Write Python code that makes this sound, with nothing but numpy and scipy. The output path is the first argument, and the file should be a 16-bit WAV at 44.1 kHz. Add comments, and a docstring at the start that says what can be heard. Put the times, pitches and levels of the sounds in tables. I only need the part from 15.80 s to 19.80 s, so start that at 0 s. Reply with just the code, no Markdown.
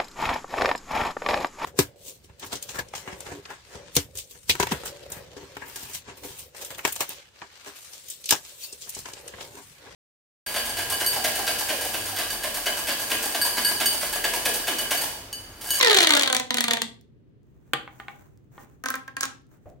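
"""A living room. A corrugated plastic pop tube is pulled open: ridge after ridge snaps out, and each snap
rings the wall and the air column, whose pitch falls as the tube lengthens. The free end drops and knocks
on the table. Fingers slide along the ribs and push a few ridges shut with hollower pops; a soft bump
follows. The room adds a short reverberation and a low, steady hush."""
import sys
import numpy as np
from scipy import signal
from scipy.fft import rfft, irfft
from scipy.io import wavfile

SR = 44100
rng = np.random.default_rng(int(sys.argv[2]) if len(sys.argv) > 2 else 0)


def pcm_store(signal):
    """Save signal as 16-bit PCM."""
    levels = np.round(np.clip(np.atleast_2d(signal), -1, 1) * 32767)
    wavfile.write(sys.argv[1], SR, levels.astype(np.int16).T)


N = 176400
EVENT_SAMPLES = 12288
T = np.arange(EVENT_SAMPLES) / SR

# Air column fundamental, set by tube length. 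Each row: time in seconds, pitch in Hz.
AIR_PITCH = [(0, 551.8), (.05, 486.7), (.1, 430.6), (0.151, 392.4), (0.209, 348), (0.298, 307.8),
             (.38, 280.3), (0.529, 256.7), (.72, 249), (0.901, 234.3), (1.019, 227.4), (3.038, 256.7),
             (3.141, 264.7), (3.45, 269.7)]
# Ridges opening. Each row: start in seconds, wall gain in dB, snap gain in dB.
OPENING_RIDGES = [(0.0105, 8, -14), (0.0269, 3, 4.5), (0.0299, 7, -16), (0.0466, 4, 4.5), (0.061, 1, -2),
                  (0.0816, 0.5, -5.5), (0.071, 6, 1), (0.0976, 6, -4), (0.1078, 6.5, -1), (0.1146, 5.5, 1),
                  (0.1295, 5.5, 2.5), (0.145, 7, 2.5), (0.149, 3, 1), (0.1644, 3, -2.5), (0.1694, 5.5, 3),
                  (0.1726, 5, 7.5), (0.186, 7, 2), (0.1874, 6, 2), (0.2047, 8, 2.5), (0.2079, 2, -2.5),
                  (0.2175, -3, 4), (0.2265, 5, -4), (0.2307, 3.5, 7), (0.237, 4, -4.5), (0.2459, 5, -7.5),
                  (0.2704, 7, 3), (0.2715, 3.5, 3.5), (0.292, 1, 2.5), (0.3058, 8, 4.5), (0.3094, -9, 0),
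                  (0.322, 3.5, -2.5), (0.3358, 7, 3.2), (0.3344, 2.5, -4.5), (0.351, 1, 7),
                  (0.3667, 4.5, -6.5), (0.372, 4.2, 6), (0.395, 3.5, 5), (0.4106, 2, -4.5),
                  (0.4223, -10, 4.5), (0.4331, 5, 2), (0.4595, -3.5, -9), (0.4754, 2.5, 0.9),
                  (0.4991, -0.2, -6), (0.527, 0.5, 7.5), (0.5481, 1, 5.5), (0.566, -2, 7),
                  (0.598, -6.5, 1.5), (0.706, 2.5, -3.5), (0.743, -3.5, 4), (0.7703, -2.5, 2),
                  (0.783, 2.5, -1), (0.8068, 1, 8), (0.8404, 1, 3), (0.8816, 0.5, 0), (0.908, 1, -12),
                  (0.91, 3, 2), (0.9342, 2.6, 2.9), (0.9699, -5.5, -9), (1.018, 0, 4)]
# Drive of the air on opening. Each row: time in seconds, gain in dB, ridge position as share of length.
AIR_DRIVE = [(0, -27, 0.34), (.07, -22, 0.39), (.15, -29, 0.38), (.23, -33.5, 0.37), (.31, -26, 0.37),
             (.46, -37, 0.11), (.53, -27, 0.13), (.57, -34.5, 0.17), (.72, -33, 0.43), (.81, -39.5, .42),
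             (.88, -32, 0.55), (0.922, -36.5, 0.16), (.97, -37, .12), (1.02, -40.5, 0.37)]
# Ridges shutting. Each row: start in seconds, pop gain in dB, snap gain in dB, snap tilt in dB/octave.
SHUTTING_RIDGES = [(3.0379, -4.5, -13, 3), (3.0583, 0.5, -7.5, -2), (3.0856, -5, -6, -5),
                   (3.1028, -3.5, -1, 7), (3.14, 0, -14.5, -6.5), (3.155, -8.5, -8.5, 6.5),
                   (3.278, -9, -24, 6.5), (3.367, -2, -11.5, -2), (3.4081, -8.5, -1, -0.5),
                   (3.4276, -5.5, -12, -4.5), (3.432, -5.5, 0, -3.5), (3.4385, -7, -6.5, -5.5),
                   (3.4541, -8, -7.5, -2.5)]
# Tube end on the table. Each row: start in seconds, gain in dB, tilt in dB/octave, ring gain in dB.
END_KNOCKS = [(1.9344, -6.5, 1, -11), (2.077, -30.5, -7.5, -4), (2.1997, -29, -3, 0.5),
              (2.2827, -26.5, -4, 0.5), (2.779, -35, -11, 3.5)]
# Fingers on the ribs. Each row: time in seconds, level in dB.
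RUB_LEVEL = [(0, -87.5), (1.55, -87.5), (1.7, -75), (1.87, -68), (2.1, -64), (2.18, -54.5), (2.3, -58.5),
             (2.39, -55.5), (2.53, -70), (2.7, -80), (2.725, -61), (2.83, -50), (2.88, -68.5),
             (2.94, -63.5), (3.0, -73), (3.67, -79), (3.74, -57), (3.8, -76.5), (3.9, -61.5), (3.96, -77.5)]
# Creaks of the plastic. Each row: start in seconds, level in dB.
CREAKS = [(1.212, -35), (1.632, -54), (2.112, -60), (2.575, -41.5), (2.837, -46), (3.62, -49.5),
          (3.668, -47.5), (3.90, -41)]
# Ribbed wall resonances. Each row: frequency in Hz, gain in dB.
RIB_MODES = [(2270, -1), (3100, 2.5), (3450, 3.5), (3580, 1), (3840, 2), (4100, 0), (4480, -1)]
# Resonances of knocked tube and table top. Each row: frequency in Hz, gain in dB, T60 in seconds.
TUBE_MODES = [(811, 4.5, 0.17), (1054, -1, 0.056), (1200, 7.5, 0.079), (1456.7, 9, 0.062),
              (1845, 5.5, 0.082), (2201, 12, 0.035)]
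TABLE_MODES = [(140, -36, 0.18), (242, -52.5, 0.12), (323.6, -39, 0.22), (372.7, -40.5, 0.097),
               (469.5, -34, 0.2), (741.5, -38.5, 0.12)]
# Spectra of the sources and the room tail. Each row: frequency in Hz, relative level in dB.
OPEN_AIR_SPECTRUM = [(230, -0.5), (300, -8), (430, -2), (600, -2.5), (850, 0.5), (1300, -5.5), (1900, -1),
                     (2600, -8.5), (4500, -10)]
OPEN_WALL_SPECTRUM = [(100, -34.5), (300, -11), (600, -8.5), (1000, -10.5), (2000, 0), (2650, -6.5),
                      (3300, 2), (4200, 0.5), (5100, -11), (7000, -11), (10000, -20.5), (15000, -24)]
OPEN_SNAP_SPECTRUM = [(200, -30.5), (1000, -7.5), (3000, -2.5), (5100, -2), (6500, 1.5), (9000, 2),
                      (11500, -12.5), (13000, -7), (15000, -7)]
SHUT_AIR_SPECTRUM = [(260, -5.5), (530, -8.5), (800, -3.5), (1080, 2.5), (1350, 3.5), (1620, 8.5),
                     (1900, -2.5), (2200, -4), (2800, -13), (4500, 5)]
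SHUT_WALL_SPECTRUM = [(150, -22.5), (500, 0.5), (800, -9.5), (1100, -5.5), (1600, 4.5), (2100, 3.5),
                      (2700, -8.5), (4500, -9), (9000, -21)]
SHUT_SNAP_SPECTRUM = [(300, -25), (1500, -5), (2700, -9), (4500, -3), (6500, 2), (9000, -4), (13000, -11),
                      (15000, -4.5)]
KNOCK_SPECTRUM = [(60, -25.5), (130, -9.5), (400, -2.5), (800, -4), (1400, 4), (2300, 0.5), (3200, 1),
                  (4400, -8.5), (5500, -26), (8000, -15.5), (12500, -27.5), (15000, -25)]
BUMP_SPECTRUM = [(100, -1), (280, -10), (430, -8.5), (600, -0.5), (720, -4.5), (900, -19.5), (2000, -30.5),
                 (6000, -58)]
RUB_SPECTRUM = [(300, 11.5), (900, 7.5), (1600, 5), (3000, -8.5), (5000, -12.5), (6500, -3), (10000, -10.5),
                (12500, -15.5), (15000, -0.5)]
ROOM_SPECTRUM = [(100, -9), (300, 1.5), (700, 1.5), (1500, -1), (3700, 0.5), (8000, -3.5), (12000, -3),
                 (15000, -9)]
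HUSH_SPECTRUM = [(20, -33), (45, -11), (62, -2), (90, -7), (125, 3), (170, -8), (280, -9.5), (420, -13.5),
                 (560, -23.5), (800, -34.5), (1500, -38), (3000, -42), (8000, -58.5), (13000, -62)]
# Air ring, right channel behind left. Each row: frequency in Hz, lag in radians.
AIR_LAG = [(250, 0.86), (400, 0.72), (600, 2.5), (900, 1.94), (1400, 0.33), (2000, 1.84)]
# Room decay. Each row: frequency in Hz, T60 in seconds.
ROOM_DECAY = [(150, 0.71), (500, 0.37), (1400, 0.32), (3700, 0.32), (8000, 0.26), (15000, 0.23)]
# Stereo image of the hush. Each row: frequency in Hz, left-right correlation.
HUSH_CORRELATION = [(60, 0), (130, 0.3), (300, 0.26), (700, 0), (3000, 0)]

SNAP_DECAY_S, MODE_SCATTER_DB = 0.00036, 3
OPEN_AIR_T60_S, SHUT_AIR_T60_S = 0.086, 0.073  # at 1 kHz
AIR_RISE_CYCLES, AIR_DETUNE = 1.5, 0.0036  # mode build-up; pitch spread as the tube flexes
AIR_JITTER_CYCLES = 0.22  # snaps fall roughly in step with the swinging air


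def ridges_opening():
    """Each ridge snaps out and rings the wall and the air column."""
    out = np.zeros((2, N))
    times_s, drives_db, positions = np.transpose(AIR_DRIVE)
    already_ringing = air_column(0, OPEN_AIR_SPECTRUM, OPEN_AIR_T60_S, positions[0])
    add(out, 0, amp(drives_db[0] + 8.5) * already_ringing)  # the pull is under way at 0 s
    for start_s, wall_db, snap_db in OPENING_RIDGES:
        wall = amp(wall_db + 2) * ridge_crack(OPEN_WALL_SPECTRUM, decay_s=0.0034)
        snap = amp(snap_db - 2.5) * ridge_crack(OPEN_SNAP_SPECTRUM, SNAP_DECAY_S)
        add(out, start_s, wall + snap + amp(wall_db - 32.5) * wall_ring(), pan_db=1.5)
        drive_db = np.interp(start_s, times_s, drives_db)
        position = np.interp(start_s, times_s, positions)
        air = air_column(start_s, OPEN_AIR_SPECTRUM, OPEN_AIR_T60_S, position)
        add(out, start_s, amp(drive_db + 2.5) * air, pan_db=-2)
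    return out


def ridges_shutting():
    """Ridges fold in inside the hand: a short knock, a hollow pop, a snap."""
    out = np.zeros((2, N))
    fold = amp(-13.5) * unit(mode(hz=1647, t60_s=0.031))
    for start_s, pop_db, snap_db, tilt_db_oct in SHUTTING_RIDGES:
        wall = amp(-8) * ridge_crack(SHUT_WALL_SPECTRUM, decay_s=0.0036)
        air = amp(-30.5) * air_column(start_s, SHUT_AIR_SPECTRUM, SHUT_AIR_T60_S)
        snap = amp(snap_db + 2.5) * ridge_crack(SHUT_SNAP_SPECTRUM, SNAP_DECAY_S, tilt_db_oct)
        add(out, start_s, amp(pop_db) * (fold + wall + air) + snap, pan_db=-0.5)
    return out


def ridge_crack(spectrum, decay_s, tilt_db_oct=0, mean_gap_s=0.0012, rise_s=0.00016, right_lag_s=0.00019):
    """A ridge flips in two quick halves; the sound arrives on the left first."""
    gap = int(mean_gap_s * rng.uniform(0.5, 1.5) * SR)
    halves = burst(decay_s) + amp(-3.5) * np.roll(burst(decay_s), gap, axis=1)
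    halves *= 1 - np.exp(-T / rise_s)
    halves[1] = np.roll(halves[1], int(right_lag_s * SR))
    return unit(colour(halves, spectrum, tilt_db_oct))


def burst(decay_s):
    """A pulse scattered in the ribbed wall, slightly different on each side."""
    noise = rng.standard_normal(EVENT_SAMPLES) + 0.65 * rng.standard_normal((2, EVENT_SAMPLES))
    pulse = noise * np.exp(-T / decay_s)
    for _ in range(2):  # flatten the spectrum, keep the pulse short
        bins = rfft(pulse)
        pulse = irfft(bins / np.sqrt(abs(bins) + 1e-12)) * np.exp(-T / (10 * decay_s))
    return unit(pulse)


def air_column(start_s, spectrum, t60_1khz_s, position=None, harmonics=12):
    """Open-pipe harmonics follow the tube's length; a snap at a node barely rings that harmonic."""
    start = int(start_s * SR)
    f0_hz = np.interp(np.arange(start + EVENT_SAMPLES) / SR, *np.transpose(AIR_PITCH))
    k = np.arange(1, harmonics + 1)[:, None]
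    ratio = k * (1 + AIR_DETUNE * rng.standard_normal(k.shape))
    hz = ratio * f0_hz[start]
    gain = amp(at_hz(spectrum, hz) + MODE_SCATTER_DB * rng.standard_normal(k.shape))
    if position is not None:
        gain *= 0.25 + 1.32 * abs(np.sin(np.pi * k * position))
    t60_s = t60_1khz_s * (hz / 1000) ** -0.53  # higher modes die sooner
    rise = 1 - np.exp(-(T * hz / AIR_RISE_CYCLES) ** 2)
    envelope = gain * rise * decay(t60_s)
    cycles = k * np.cumsum(f0_hz)[start:] / SR + (ratio - k) * f0_hz[start] * T
    phase = 2 * np.pi * (cycles + AIR_JITTER_CYCLES * rng.standard_normal(k.shape))
    return np.array([np.sum(envelope * np.sin(phase - lag), axis=0) for lag in (0, at_hz(AIR_LAG, hz))])


def wall_ring():
    """Wall modes, struck with new strengths by every ridge."""
    hz, db = np.transpose(RIB_MODES)
    strengths = amp(db) * rng.standard_normal((2, len(hz)))
    return strengths @ mode(hz[:, None], t60_s=0.022)


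def table_knocks():
    """The loose end hits: wall rattle, hard tick, hollow ring. The first hit also thumps the table."""
    out = np.zeros((2, N))
    for start_s, db, tilt_db_oct, ring_db in END_KNOCKS:
        wall = unit(colour(burst(decay_s=0.0037), KNOCK_SPECTRUM, tilt_db_oct + 0.5))
        tick = amp(-3.5) * unit(colour(burst(SNAP_DECAY_S), KNOCK_SPECTRUM, tilt_db_oct + 2))
        ring = amp(ring_db - 30.5) * tube_ring(tilt_db_oct / 2)
        add(out, start_s, amp(db + 12) * (wall + tick + ring), pan_db=-0.5)
    thump = sum(amp(db) * mode(hz, t60_s) * rng.choice([-1, 1]) for hz, db, t60_s in TABLE_MODES)
    add(out, END_KNOCKS[0][0], thump, pan_db=-0.5)
    return out


def tube_ring(tilt_db_oct):
    """Modes of the knocked tube, with scattered levels and random signs."""
    ring = 0
    for hz, db, t60_s in TUBE_MODES:
        octaves = np.log2(hz / TUBE_MODES[0][0])
        gain = amp(db + tilt_db_oct * octaves + MODE_SCATTER_DB * rng.standard_normal((2, 1)))
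        ring += gain * rng.choice([-1, 1]) * mode(hz, t60_s)
    return ring


def table_bump(start_s=3.857):
    """One soft, dull bump against the table."""
    out = np.zeros((2, N))
    add(out, start_s, amp(-13.5) * unit(colour(burst(decay_s=0.047), BUMP_SPECTRUM)))
    return out


def finger_rub(grains_per_s=900, flicker_db=1.8, flickers_per_s=50):
    """Uneven fine grains of skin on ribs, plus lone creaks of the plastic."""
    t = np.arange(N) / SR
    grains = rng.standard_normal((2, N))
    grains *= 0.29 + (rng.random(N) < grains_per_s / SR) * rng.exponential(0.9, N)
    flicker = np.interp(t * flickers_per_s, np.arange(EVENT_SAMPLES), rng.standard_normal(EVENT_SAMPLES))
    level_db = np.interp(t, *np.transpose(RUB_LEVEL)) + flicker_db * flicker
    out = amp(level_db) * np.sqrt(N) * unit(colour(grains, RUB_SPECTRUM))
    for start_s, db in CREAKS:
        add(out, start_s, amp(db) * unit(colour(burst(SNAP_DECAY_S), SHUT_SNAP_SPECTRUM)))
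    return out


def room_reverb(source, samples=24000, onset_s=0.0064, early_decay_s=0.0045):
    """Early reflections off the table; a diffuse tail dying band by band, correlated in the bass."""
    t, hz = np.arange(samples) / SR, np.arange(samples // 2 + 1) * SR / samples
    bins = stereo_noise_bins(samples, correlation=0.85 / (1 + (hz / 550) ** 4))
    bands_hz, t60s_s = np.transpose(ROOM_DECAY)
    tail = 0
    for one_band, t60_s in zip(np.eye(len(bands_hz)), t60s_s):
        weight = at_hz(list(zip(bands_hz, one_band)), hz)
        tail += irfft(bins * weight) * decay(t60_s, t)
    rise = 1 - np.exp(-(t / onset_s) ** 2)
    tail = colour(unit(tail * rise), ROOM_SPECTRUM)
    echoes = rng.standard_normal((2, samples)) * (rng.random(samples) < 0.03) * (t > 0.002)
    early = unit(echoes * np.exp(-t / early_decay_s))
    return signal.fftconvolve(source, amp(-7) * tail + amp(-12) * early, axes=1)[:, :N]


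def house_hush(rms_db=-55):
    """Low, steady background noise."""
    hz = np.arange(N // 2 + 1) * SR / N
    noise = irfft(stereo_noise_bins(N, at_hz(HUSH_CORRELATION, hz)), N)
    return amp(rms_db) * np.sqrt(N) * unit(colour(noise, HUSH_SPECTRUM))


def stereo_noise_bins(samples, correlation):
    """White-noise spectrum with a given left-right correlation."""
    mid, side = rfft(rng.standard_normal((2, samples)))
    return np.sqrt(1 + correlation) * mid + np.sqrt(1 - correlation) * side * [[1], [-1]]


def mode(hz, t60_s):
    """Damped sine."""
    return np.sin(2 * np.pi * hz * T) * decay(t60_s)


def decay(t60_s, t=T):
    """Envelope falling 60 dB in t60_s."""
    return np.exp(-np.log(1000) * t / t60_s)


def amp(db):
    """Decibels to gain."""
    return 10 ** (np.asarray(db) / 20)


def unit(x):
    """Unit energy per channel."""
    return x / np.sqrt(np.sum(x ** 2, axis=-1, keepdims=True) + 1e-20)


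def at_hz(table, hz):
    """Interpolate on a log-frequency axis."""
    table_hz, values = np.transpose(table)
    return np.interp(np.log(np.maximum(hz, 1)), np.log(table_hz), values)


def colour(x, spectrum, tilt_db_oct=0):
    """Minimum-phase filter; extra tilt above 1 kHz."""
    n = x.shape[-1]
    hz = np.arange(n // 2 + 1) * SR / n
    gain_db = at_hz(spectrum, hz) + tilt_db_oct * np.log2(np.maximum(hz / 1000, 1))
    cepstrum = irfft(np.log(amp(gain_db)), n)
    cepstrum[1:n // 2] *= 2
    cepstrum[n // 2 + 1:] = 0
    return irfft(rfft(x) * np.exp(rfft(cepstrum)), n)


def add(out, start_s, sound, pan_db=0):
    """Mix in one event; positive pan is left."""
    i = max(int(start_s * SR), 0)
    panned = sound * amp([[pan_db / 2], [-pan_db / 2]])
    out[:, i:i + EVENT_SAMPLES] += panned[:, :max(N - i, 0)]


def scene():
    """Tube, table and hands in the room."""
    direct = ridges_opening() + ridges_shutting() + table_knocks() + table_bump() + finger_rub()
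    return direct + room_reverb(direct) + house_hush()


def record(dry, stopband_hz=16900):
    """Clip at full scale, then low-pass steeply."""
    lowpass = signal.cheby2(14, 60, stopband_hz, fs=SR, output="sos")
    return signal.sosfilt(lowpass, np.clip(dry, -1, 1))


dry = scene()
out = record(dry)
pcm_store(out)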